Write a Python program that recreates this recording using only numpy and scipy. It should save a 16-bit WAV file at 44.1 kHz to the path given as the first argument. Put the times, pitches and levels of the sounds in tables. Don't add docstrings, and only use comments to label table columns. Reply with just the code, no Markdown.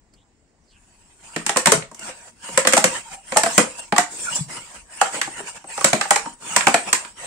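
import sys
import numpy as np
from scipy import signal
from scipy.fft import rfft, irfft, next_fast_len
from scipy.io import wavfile
from scipy.ndimage import uniform_filter1d, map_coordinates

SR = 44100
rng = np.random.default_rng(int(sys.argv[2]) if len(sys.argv) > 2 else 0)


def int16_out(signal):
    q = np.round(np.clip(np.atleast_2d(signal).T, -1, 1) * 32767)
    wavfile.write(sys.argv[1], SR, q.astype(np.int16))


N = 320166
SCENE_S = np.arange(N) / SR
EVENT_S = np.arange(SR // 2) / SR


def amp(db):
    return 10 ** (np.asarray(db) / 20)


def unit(x):
    return x / np.sqrt(np.mean(x ** 2) + 1e-20)


def burst(x):
    return unit(x) * np.sqrt(.01 * SR / x.shape[-1])


def along(points, hz):
    freqs_hz, values = np.transpose(points)
    return np.interp(np.log(hz + 1), np.log(freqs_hz + 1), values)


def add(track, start_s, x):
    start = max(round(start_s * SR), 0)
    track[:, start:start + x.shape[-1]] += x[..., :N - start]


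def band(x, low_hz, high_hz, order=3):
    sos = signal.butter(order, [low_hz, min(high_hz, SR / 2 - 1)], "band", fs=SR, output="sos")
    return signal.sosfilt(sos, x)


def swell(middle_s, length_s):
    return np.cos(np.pi * np.clip((SCENE_S - middle_s) / length_s, -.5, .5))


# freq_hz, correlation
COHERENCE = [(100, 0.88), (400, 0.82), (950, 0.6), (2200, 0), (15000, 0)]
def diffuse(size, spectrum=((1, 0),)):
    hz = np.fft.rfftfreq(size, 1 / SR)
    angle = np.arccos(np.clip(along(COHERENCE, hz), -1, 1)) / 2
    bins = rfft(rng.standard_normal((2, size))) * amp(along(spectrum, hz))
    mid, side = irfft(bins * [np.cos(angle), np.sin(angle)], size)
    return unit(np.array([mid + side, mid - side]))


def rush(spectrum, patchy_db):
    bins = signal.stft(diffuse(next_fast_len(N), spectrum), nperseg=512)[2]
    patches = uniform_filter1d(rng.standard_normal(bins.shape[1:]), size=3, axis=0)
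    patches = unit(uniform_filter1d(patches, size=10, axis=1))
    return unit(signal.istft(bins * amp(patchy_db * patches), nperseg=512)[1][:, :N])


# freq_hz, relative_db
ROOM_TONE_SPECTRUM = [(15, -38), (25, 11.5), (150, -2.5), (231, 0), (588, -9), (673, -6.5), (1120, -10.5),
                      (1280, -15.5), (7680, -16.5), (15000, -48)]
def room_tone():
    return amp(-58) * rush(ROOM_TONE_SPECTRUM, patchy_db=2)


# middle_s, length_s, first_hz, last_hz, relative_db
WHISTLE_GLIDES = [(0.142, 0.034, 4850, 4540, -61.5), (0.2, .09, 3000, 3730, -64),
                  (.635, .06, 6000, 5750, -76), (0.703, 0.085, 4900, 4100, -63),
                  (0.748, 0.11, 3450, 2420, -63)]
def whistles():
    air = unit(band(diffuse(N), 18, 380))
    out = np.zeros((2, N))
    for middle_s, length_s, first_hz, last_hz, relative_db in WHISTLE_GLIDES:
        hz = np.interp(SCENE_S, [middle_s - length_s / 2, middle_s + length_s / 2], [first_hz, last_hz])
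        tone = np.sin(2 * np.pi * np.cumsum(hz) / SR)
        out += amp(relative_db + 11.5) * swell(middle_s, length_s) * air * tone
    return out


def fade(delay_s, rise_s, t60_s):
    age_s = np.maximum(EVENT_S - delay_s, 0)
    return (1 - np.exp(-age_s / rise_s)) * amp(-60 * age_s / t60_s)


def ring(hz, delay_s, rise_s, t60_s, sharp=0):
    relax_s = .003
    cycles = hz * (EVENT_S - sharp * relax_s * np.exp(-EVENT_S / relax_s))
    return burst(np.sin(2 * np.pi * (cycles + rng.random())) * fade(delay_s, rise_s, t60_s))


def crumple(low_hz, high_hz, delay_s, rise_s, t60_s):
    return burst(band(diffuse(len(EVENT_S)) * fade(delay_s, rise_s, t60_s), low_hz, high_hz))


# freq_hz, t60_s
ROOM_DECAY = [(150, 0.21), (600, 0.26), (2000, 0.22), (8000, 0.22), (15000, 0.13)]
def echo(x, onset_s):
    size = len(EVENT_S)
    hz, time_s, bins = signal.stft(diffuse(size), SR, nperseg=256)
    decay = amp(-60 * time_s / along(ROOM_DECAY, hz)[:, None])
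    tail = signal.istft(bins * decay, SR, nperseg=256)[1][:, :size]
    tail *= np.clip(EVENT_S / onset_s - .5, 0, 1)
    return unit(signal.fftconvolve(x, tail, axes=1)[:, :size]) * np.sqrt(np.mean(x ** 2))


# pitch_hz, relative_db
BODY_MODES = [(165, -6.5), (224, 0), (301, -1.5), (350, -3)]
def body_thump(scatter_db=2):
    hum = sum(amp(db + rng.normal(0, scatter_db)) * ring(hz, delay_s=.0016, rise_s=.0027, t60_s=.093)
              for hz, db in BODY_MODES)
    cluster = crumple(155, 460, delay_s=.0006, rise_s=.0025, t60_s=.13)
    return burst(burst(hum) + amp(-.5) * cluster)


def buckle(snap_db, crack_db, thump_db, panel_hz):
    crack = amp(crack_db - 1) * crumple(4700, 14600, delay_s=.00031, rise_s=.0012, t60_s=.029)
    snap = amp(snap_db + 2.5) * crumple(1130, 4250, delay_s=.00038, rise_s=.0016, t60_s=.029)
    tone = ring(panel_hz, delay_s=.0015, rise_s=.0018, t60_s=.08, sharp=.4)
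    cluster = crumple(483, 1290, delay_s=.00047, rise_s=.0034, t60_s=.041)
    panel = burst(band(tone + amp(-1) * cluster, 412, 3800))
    bright = crack + snap
    hollow = amp(3.5) * panel + amp(thump_db - .93) * body_thump()
    room = amp(-5.5) * echo(bright, onset_s=.008) + amp(-9) * echo(hollow, onset_s=.0077)
    return bright + hollow + room


# start_s, gain_db, snap_db, crack_db, thump_db, panel_hz (part gains before trim)
BUCKLES = [(.136, -68.5, 6, 17, -2, 515), (1.361, -28, 6, 6, 5, 414), (1.463, -30.5, 9.5, 18, -2, 838),
           (1.492, -20, 3, 6, -11.5, 795), (1.559, -18, -5.5, -3, -5, 1034),
           (1.569, -20, 3.5, 14, -11, 505), (1.657, -21, 9, 15.5, -3, 994), (1.669, -13.5, 2, 6, -3, 910),
           (1.7184, -12.5, 2, 11.5, -6.5, 428), (1.728, -18.5, -14, -8, -3, 652),
           (1.822, -41, 9, -10, -20, 536), (1.913, -40, -13, 1, -3.5, 927),
           (1.945, -50.5, 0, 18.5, -12, 990), (1.992, -48.5, 0, 19, 1, 920),
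           (2.09, -36, -3, -10.5, -21, 510), (2.487, -36.5, -1, -5, -2, 528),
           (2.574, -12.5, -0.5, 7, -12.5, 514), (2.649, -20, 1, -3, -6.5, 511),
           (2.6706, -18, 8, 13.5, -5, 510), (2.723, -26, 7, 13, -22, 543),
           (2.733, -17, 5.5, 11.5, -4.5, 519), (2.766, -13, -8, 4, -26, 636),
           (2.775, -14.5, 0.5, 8.5, -5.5, 792), (2.8403, -13.5, 2.5, 10, -6, 515.5),
           (2.965, -50, 14.5, 8.5, -12, 970), (3.32, -24.5, -1, -0.5, -6, 516),
           (3.36, -15, -12.5, -11, -13.5, 635), (3.3688, -10.5, -3.5, 7.5, -21.5, 830),
           (3.4329, -18.5, 2, 8.5, -8, 665), (3.46, -17.5, -5, -1, -12, 665),
           (3.578, -11.5, 3.5, 10.5, 0, 524), (3.586, -13, -12.5, -14, -8, 498),
           (3.922, -15, -5, -9, -3, 815), (3.962, -20, 0, 1.5, -26, 1098), (3.98, -10, -1.5, 5, -13.5, 707),
           (5.0124, -9, -6.5, -1.5, -30, 772), (5.2133, -35.5, 19.5, 20.5, -6, 806),
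           (5.273, -29.5, -27, -8.5, -3.5, 773), (5.4, -33.5, -11, -32, -5, 396),
           (5.64, -39.5, -9, -4, -5, 770), (5.776, -24.5, -5.5, -3, -16, 794),
           (5.809, -24.5, -5, 3, -19, 1100), (5.8429, -15.5, 7, 13.5, -3.5, 551),
           (5.9298, -13.5, -0.5, 3, -3.5, 632), (6.0101, -25, 9.5, 8, -12.5, 795),
           (6.052, -26.5, -10, -23, -21, 777), (6.1063, -9.5, -2.5, 4.5, -20.5, 792),
           (6.158, -17.5, 1, 7, -29, 810), (6.257, -28, -10, -26, -9.5, 935),
           (6.5618, -15.5, 4, 11.5, -12, 963), (6.607, -30.5, 13, 4, -26, 1100),
           (6.6683, -10, 1, -0.5, -6.5, 793), (6.68, -17.5, -12, 5, -7, 773),
           (6.7411, -11, 0, 2, -11.5, 672), (6.928, -19.5, 5.5, 15.5, -11, 998),
           (7.047, -42.5, 9.5, -11, -2, 950)]
def bottle():
    out = np.zeros((2, N))
    for start_s, gain_db, snap_db, crack_db, thump_db, panel_hz in BUCKLES:
        add(out, start_s, amp(gain_db) * buckle(snap_db, crack_db, thump_db, panel_hz))
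    return out


def stroke(start_s, end_s, attack_s=.17, sag_db_per_s=18.5, release_s=.12):
    age_s = SCENE_S - start_s
    gate = np.clip(age_s / attack_s, 0, 1) * np.clip((end_s - SCENE_S) / release_s, 0, 1)
    sag = amp(-sag_db_per_s * np.maximum(age_s - attack_s, 0))
    return np.sin(np.pi / 2 * gate) ** 2 * sag


def wobble(knots_per_s):
    knots = rng.standard_normal(int(N * knots_per_s / SR) + 4)
    return map_coordinates(knots, [SCENE_S * knots_per_s])


# freq_hz, relative_db
HISS_SPECTRUM = [(1500, -57.5), (3500, -8.5), (5000, -4), (7000, -2.5), (9000, 0), (12000, -11.5),
                 (15000, -1)]
RUB_SPECTRUM = [(60, -23), (160, -7), (400, -11), (650, -4.5), (950, -6), (1400, -3), (2000, -8), (2900, 2),
                (3800, -9.5), (6000, -18.5)]
# start_s, end_s, hiss_db, rub_db
PUMP_STROKES = [(1.157, 1.926, -35.5, -41), (1.927, 2.37, -36, -40), (2.361, 3.269, -27, -33.5),
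                (3.206, 3.96, -27.5, -34.5), (4.047, 4.51, -22, -35.5), (4.405, 4.881, -33, -39),
                (4.853, 5.677, -28.5, -34), (5.633, 6.395, -24.5, -31.5), (6.364, 7.174, -24, -29),
                (7.121, 7.8, -27, -31)]
# middle_s, length_s, hiss_db, rub_db
PISTON_SLIPS = [(2.069, 0.14, -26.5, -29), (2.274, 0.041, -48, -47), (2.959, 0.14, -22.5, -24.5),
                (3.133, 0.08, -30.5, -34), (3.526, 0.18, -19.5, -27), (3.792, .04, -23.5, -33.5),
                (4.336, 0.17, -25, -26.5), (4.363, .045, -13.5, -23.5), (4.552, 0.16, -26.5, -31),
                (4.755, 0.054, -34, -37), (5.161, 0.11, -22.5, -23), (5.389, 0.06, -27.5, -29.5),
                (5.488, 0.077, -27.5, -34), (5.566, 0.045, -35, -38.5), (6.892, 0.078, -28, -26),
                (7.05, 0.046, -32, -33)]
def pump(barrel_hz=940, barrel_width_hz=45, hiss_flutter_db=1, rub_flutter_db=2.5):
    steady = np.clip((SCENE_S - .59) / .29, 0, 1)
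    moves = [(steady, -50.5, -58)]  # envelope, hiss_db, rub_db
    moves += [(stroke(start_s, end_s), *levels_db) for start_s, end_s, *levels_db in PUMP_STROKES]
    moves += [(swell(middle_s, length_s), *levels_db) for middle_s, length_s, *levels_db in PISTON_SLIPS]
    flow = np.sqrt(sum((amp(hiss_db) * shape) ** 2 for shape, hiss_db, _ in moves))
    friction = np.sqrt(sum((amp(rub_db) * np.abs(shape) ** .98) ** 2 for shape, _, rub_db in moves))
    flutter = wobble(knots_per_s=45)
    hiss = flow * amp(hiss_flutter_db * flutter) * rush(HISS_SPECTRUM, patchy_db=5)
    barrel = band(diffuse(N), barrel_hz - barrel_width_hz / 2, barrel_hz + barrel_width_hz / 2, order=1)
    rub = rush(RUB_SPECTRUM, patchy_db=5) + amp(-10) * unit(barrel)
    return hiss + friction * amp(rub_flutter_db * flutter) * rub


# start_s, level_db, pitch_hz
FLOOR_KNOCKS = [(1.746, -29, 146), (1.776, -26, 157), (4.389, -33.5, 170), (4.407, -21.5, 150),
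                (6.266, -36, 251)]
def floorboards():
    out = np.zeros((2, N))
    for start_s, level_db, pitch_hz in FLOOR_KNOCKS:
        knock = amp(level_db) * ring(pitch_hz, delay_s=0, rise_s=.0064, t60_s=.083)[None]
        add(out, start_s, knock + amp(-12.5) * echo(knock, onset_s=.029))
    return out


# middle_s, length_s,
# pitch_hz, level_db
BARREL_RINGS_AND_SQUEAK = [(2.953, 0.066, 993, -39), (3.076, 0.061, 910, -40), (3.158, 0.15, 780, -42),
                           (4.287, 0.045, 1422, -23), (6.267, .05, 947, -27)]
def barrel_and_seal(half_width_hz=33):
    out = np.zeros((2, N))
    for middle_s, length_s, pitch_hz, level_db in BARREL_RINGS_AND_SQUEAK:
        squeak = unit(band(diffuse(N), pitch_hz - half_width_hz, pitch_hz + half_width_hz, order=2))
        out += amp(level_db) * swell(middle_s, length_s) * squeak
    return out


def scene():
    return room_tone() + floorboards() + pump() + barrel_and_seal() + whistles() + bottle()


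def coloured(x, points, size=4096):
    gain = amp(along(points, np.fft.rfftfreq(size, 1 / SR)))
    cepstrum = irfft(np.log(gain))
    cepstrum[1:size // 2] *= 2
    cepstrum[size // 2 + 1:] = 0
    impulse = irfft(np.exp(rfft(cepstrum)))
    return signal.fftconvolve(x, impulse)[:N]


# freq_hz, left_db, right_db
PORT_RESPONSE = [(199, 1.5, -3), (490, -0.5, -2.5), (1110, -4, -4), (1920, -3.5, 2.5), (2710, -7, -5),
                 (3560, -11, -9.5), (4770, -8, -6), (6600, -9, -3), (7320, -1.5, 2.5), (8470, 1.5, -3),
                 (8984, 1, -8), (9890, -17, -17), (12100, -19.5, -22), (14760, -27, -26.5)]
def record(dry):
    ports, top_hz = np.array(PORT_RESPONSE), 15700
    heard = np.array([coloured(dry[side], ports[:, [0, side + 1]]) for side in range(2)])
    flattened = heard / (1 + np.abs(heard) ** 6) ** (1 / 6)
    return irfft(rfft(flattened) * (np.fft.rfftfreq(N, 1 / SR) < top_hz), N)


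dry = scene()
out = record(dry)
int16_out(out)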